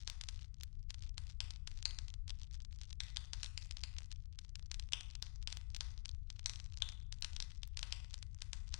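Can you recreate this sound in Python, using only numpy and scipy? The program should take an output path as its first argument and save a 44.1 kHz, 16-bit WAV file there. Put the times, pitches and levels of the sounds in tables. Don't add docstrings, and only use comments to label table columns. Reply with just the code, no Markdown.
import sys
import numpy as np
from scipy import signal
from scipy.fft import rfft, irfft
from scipy.io import wavfile
from scipy.ndimage import uniform_filter1d

SR = 44100
rng = np.random.default_rng(int(sys.argv[2]) if len(sys.argv) > 2 else 0)


def waveform_to_disk(signal):
    frames = np.transpose(np.atleast_2d(signal))
    scaled = np.clip(frames, -1, 1) * 32767
    samples = np.round(scaled).astype(np.int16)
    wavfile.write(sys.argv[1], SR, samples)


N = 387638

# (frequency [Hz], level [dB])
RUMBLE_SPECTRUM = [(10, -18.5), (22, 0), (45, -1.5), (70, -2), (95, -7.5), (125, -18), (160, -24),
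                   (215, -38.5), (290, -47), (450, -52.5), (1000, -80), (3000, -110)]
# (frequency [Hz], level [dB])
HISS_SPECTRUM = [(400, 0), (4500, 0), (9000, -9), (16000, -20)]
# (frequency [Hz], gain [dB])
TAIL_COLOUR = [(150, -21.5), (400, 6.5), (900, 6.5), (2000, 5.5), (3500, -3.5), (6000, -2.5), (10000, 4.5),
               (16000, -2.5)]
# (frequency [Hz], level [dB], t60 [s])
BOWL_MODES = [(734, -22, .7), (918, -23, .7), (943, -20, .7), (1103, -20, .7), (1213, -23, .7),
              (1286, -21, .7), (1476, -20.5, .7), (2018, -22, .7), (2552, -26, .6), (3494, -28, .5),
              (4774, -28, .6), (6057, -25, .5), (7526, -21, .5)]
# (time [s], level over 1 ms [dB])
BRIGHT_CLICKS = [(0.1006, -49), (0.635, -42), (5.2253, -45.5), (5.571, -54), (5.767, -52), (7.21, -55),
                 (7.676, -49)]
# (middle [s], half length [s], depth [dB])
LULLS = [(0.75, 0.099, -12.5), (2.196, 0.036, -26), (4.215, 0.2, -7), (6.236, 0.071, -21),
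         (6.408, 0.044, -12)]
# (frequency [Hz], gain [dB])
TICK_COLOUR = [(150, 2), (500, 7.5), (2000, -0.5), (6000, -0.5), (8500, -10.5), (11000, -21.5),
               (16000, -31)]
# (time [s], level over 1 ms [dB], pitch of the split [Hz], sharpness Q before limiting [1],
#  time between fractures [ms])
POPS = [(0.0764, -29.5, 3380, 3, .17), (0.2381, -38, 3520, 5, 0.15), (0.6106, -44, 3200, 4.4, .16),
        (0.9442, -40.5, 3180, 5.5, .16), (1.1804, -32, 4430, 4.9, .1), (1.4049, -27.5, 3800, 4.4, .38),
        (1.8557, -22.5, 4300, 4.1, 0.45), (1.9093, -41.5, 3630, 3, 0.63), (1.988, -33, 3730, 2.8, .15),
        (2.1404, -42.5, 3550, 7.1, 0.14), (2.3052, -35.5, 3800, 7.1, .37), (2.6495, -46.5, 3680, 2.7, .16),
        (2.8148, -41.5, 3480, 3.4, 0.15), (2.9068, -46, 3500, 2.2, 0.17), (3.0046, -29, 3400, 1.8, .52),
        (3.1703, -29, 3900, 6.6, .62), (3.3341, -30, 3350, 3.2, .17), (3.4324, -29, 4630, 0.74, .72),
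        (3.4449, -34, 4070, 6.9, 0.12), (3.4613, -39, 3700, 1.8, .55), (3.577, -30.5, 4080, 1.1, 0.41),
        (3.77, -37.5, 3080, 3.1, .19), (3.8372, -29.5, 3840, 3.1, 0.42), (4.9233, -33.5, 3870, 2.2, .11),
        (4.934, -22, 3420, 3.6, 0.346), (5.2257, -30.5, 3560, 2.1, .18), (5.4746, -29.5, 3860, 4.2, .38),
        (5.5713, -37, 3200, 7.1, 0.15), (5.8082, -28.5, 3200, 2.6, .18), (6.0923, -39, 4430, 3.4, .3),
        (6.3027, -37.5, 3450, 3.9, 0.16), (6.3943, -41.5, 3450, 3.8, .14), (6.46, -24, 4950, 2.7, .5),
        (6.4964, -31, 3670, 3.6, .15), (6.5589, -41.5, 4100, 2.8, .35), (6.6006, -40.5, 3200, 3.6, .16),
        (6.7735, -40.5, 3800, 1.9, .17), (6.8222, -23, 3480, 6.2, 0.29), (7.2243, -29, 4300, 1.3, 0.72),
        (7.365, -33.5, 4170, 5.5, .34), (7.4026, -30.5, 3430, 2.8, .18), (7.425, -33, 4750, 2.7, .53),
        (7.6332, -36.5, 3840, 4.6, 0.35), (7.83, -29, 2700, 4.4, 0.21), (7.9253, -27, 3780, 3.2, 0.38),
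        (8.2275, -37.5, 4800, 2.3, 0.091), (8.5323, -30.5, 3850, 3.5, 0.13),
        (8.7415, -29.5, 3550, 2.4, .16)]
# (time [s], level over 1 ms [dB])
CRACKS = [(0.0999, -29.5), (0.2126, -30.5), (0.288, -28.5), (0.6346, -34.5), (0.9062, -32.5), (1.0245, -42),
          (1.5073, -34.5), (1.6754, -30), (1.8271, -34.5), (2.0829, -41.5), (2.2798, -39), (2.2958, -36),
          (2.835, -43), (2.929, -39), (3.0357, -39.5), (3.1625, -34), (3.7107, -31.5), (3.9854, -31.5),
          (4.1165, -37), (4.126, -41), (4.3894, -35), (4.5562, -34), (4.7156, -30), (4.7439, -33.5),
          (4.7972, -32.5), (5.0091, -33), (5.1533, -34.5), (5.427, -43), (5.503, -41.5), (5.5267, -29),
          (5.7477, -32.5), (5.7648, -32), (6.0568, -32.5), (6.536, -40.5), (6.8895, -34), (7.1257, -32),
          (7.2466, -25.5), (7.7726, -28.5), (7.7927, -32), (8.1423, -31.5), (8.4207, -29)]
# (frequency [Hz], gain [dB])
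BREAK_COLOUR = [(150, 6.5), (400, -1), (1000, -1), (2000, 3.5), (3500, 7), (6000, 5), (8000, -1.5),
                (10200, -9), (11000, -28.5), (16000, -47.5)]

TOP_HZ = 16000
TAIL_T60_S = 0.43
CRACK_HZ, CRACK_Q, CRACK_GAP_MS = 7190, 1.3, 0.061
FULL_DB = -29
POP_TAIL_DB, CRACK_TAIL_DB = -9, -14
TAIL_LOSS = 1.47
RUN_GROWTH = 0.55


def amp(db):
    return 10 ** (np.asarray(db) / 20)


def unit(x):
    return x / np.sqrt(np.sum(x ** 2))


def colour(x, points, size=8192):
    hz, db = np.transpose(points)
    f = np.maximum(np.fft.rfftfreq(size, 1 / SR), 1)
    gain_db = np.interp(np.log(f), np.log(hz), db)
    cepstrum = irfft(np.log(amp(gain_db)))
    cepstrum[1:size // 2] *= 2
    cepstrum[size // 2 + 1:] = 0
    response = irfft(np.exp(rfft(cepstrum)))
    return signal.fftconvolve(x, response)[:len(x)]


def noise(points):
    return unit(colour(rng.standard_normal(N), points)) * np.sqrt(N)


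def slow_random(rate):
    k = int(SR / rate)
    steps = np.repeat(rng.standard_normal(N // k + 1), k)[:N]
    smooth = uniform_filter1d(steps, k)
    return smooth / smooth.std()


def add(track, s, sound):
    i = int(np.clip(s * SR, 0, N - 1))
    track[i:i + len(sound)] += sound[:N - i]


def resonance(f, centre, sharpness):
    band = 1j * f / (centre * np.clip(sharpness, .5, 6))
    return band / (1 - (f / centre) ** 2 + band)


def snap(hz, q, gap_ms, before, after, crack, knock=0, knock_hz=1000, size=256):
    f = np.fft.rfftfreq(size, 1 / SR)
    one_ms = -2j * np.pi * f / 1000
    first = before * np.exp(-one_ms * gap_ms)
    last = after * np.exp(one_ms * gap_ms)
    split = resonance(f, hz, q) * (1 + first + last)
    wood = split + crack + knock * resonance(f, knock_hz, 1.0)
    return unit(irfft(wood * np.exp(one_ms))) * np.sqrt(SR / 1000)


def flames(rumble_db=-44, surge_db=0.5, hiss_db=-91.0, flicker_db=2):
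    rumble = noise(RUMBLE_SPECTRUM) * amp(rumble_db + surge_db * slow_random(3.3))
    hiss = noise(HISS_SPECTRUM) * amp(hiss_db + flicker_db * slow_random(6.7))
    return rumble + hiss


def surroundings(x, bowl_db=3.5, clump_db=3):
    t = np.arange(SR) / SR

    def decay(t60):
        return np.exp(-np.log(1000) * t / t60)

    clumps = amp(clump_db * slow_random(300)[:SR])
    echoes = unit(rng.standard_normal(SR) * clumps * decay(TAIL_T60_S))
    bowl = sum(amp(db) * unit(np.sin(2 * np.pi * hz * t) * decay(t60)) for hz, db, t60 in BOWL_MODES)
    response = colour(echoes, TAIL_COLOUR) + amp(bowl_db) * bowl
    return signal.fftconvolve(x, response)[:N]


def bright_clicks():
    out = np.zeros(N)
    click = np.sqrt(SR / 1000) * unit(np.array([1, -.2]))
    for s, db in BRIGHT_CLICKS:
        add(out, s, amp(db) * click)
    return out


def lull(s):
    return sum(depth_db * np.exp(-((s - middle) / half) ** 2) for middle, half, depth_db in LULLS)


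def ticks(rate=130, flurry=1.0, least_db=-68, spread_db=9, most_db=-45, tick_hz=4400, tick_q=1.57):
    out = np.zeros(N)
    busy = np.exp(flurry * slow_random(35))
    chance = rate / SR * busy / busy.mean()
    times = np.flatnonzero(rng.random(N) < chance) / SR
    luck = rng.random((len(times), 6))
    for s, (strength, pitch, damping, gap_ms, second, limit) in zip(times, luck):
        drawn_db = least_db - spread_db * np.log(strength)
        db = min(drawn_db, most_db - 6 * limit) + lull(s)
        hz = tick_hz * 2 ** (1.1 * (pitch - .5))
        q = tick_q * (.5 + damping)
        add(out, s, amp(db) * snap(hz, q, gap_ms, before=0, after=second, crack=0))
    return colour(out, TICK_COLOUR)


def breaks():
    def weakness(db):
        return TAIL_LOSS * min(db - FULL_DB, 0)

    deep = [(s, db, hz, q, gap_ms, POP_TAIL_DB + weakness(db)) for s, db, hz, q, gap_ms in POPS]
    thin = [(s, db, CRACK_HZ, CRACK_Q, CRACK_GAP_MS, CRACK_TAIL_DB + weakness(db)) for s, db in CRACKS]
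    return deep + thin


def pops_and_cracks(lead_s=.0011, break_db=-3.0, splinter_db=-16.5, early_s=0.0036, late_s=0.0059,
                    knock=0.073, count=5):
    direct, ringing = np.zeros(N), np.zeros(N)
    events = breaks()
    luck = rng.random((len(events), 3, count))
    for (s, db, hz, q, gap_ms, tail_db), draws in zip(events, luck):
        run = amp(RUN_GROWTH * max(db - FULL_DB, 0))
        fractures = snap(hz, q, gap_ms, before=0.32 * run, after=0.42 * run, crack=0.17, knock=knock)
        burst = amp(db + break_db) * fractures
        add(direct, s - lead_s, burst)
        add(ringing, s, burst * amp(tail_db))
        for when, pitch, gap in draws.T:
            away = 2 * when - 1
            delay = away * (late_s if away > 0 else early_s)
            splinter = snap(4200 * 2 ** (pitch - .5), 0.76, gap, before=0, after=gap, crack=0)
            level = amp(db + splinter_db - 10 * abs(away))
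            add(direct, s - lead_s + delay, level * splinter)
    return colour(direct, BREAK_COLOUR), colour(ringing, BREAK_COLOUR)


def scene(tick_tail_db=-24):
    direct, ringing = pops_and_cracks()
    crackle = ticks()
    tail = surroundings(ringing + amp(tick_tail_db) * crackle)
    fire = direct + crackle + bright_clicks() + tail + flames()
    return np.array([fire, np.zeros(N)])


def record(dry):
    low_pass = signal.ellip(8, .2, 70, TOP_HZ, fs=SR, output="sos")
    return signal.sosfilt(low_pass, dry)


dry = scene()
out = record(dry)
waveform_to_disk(out)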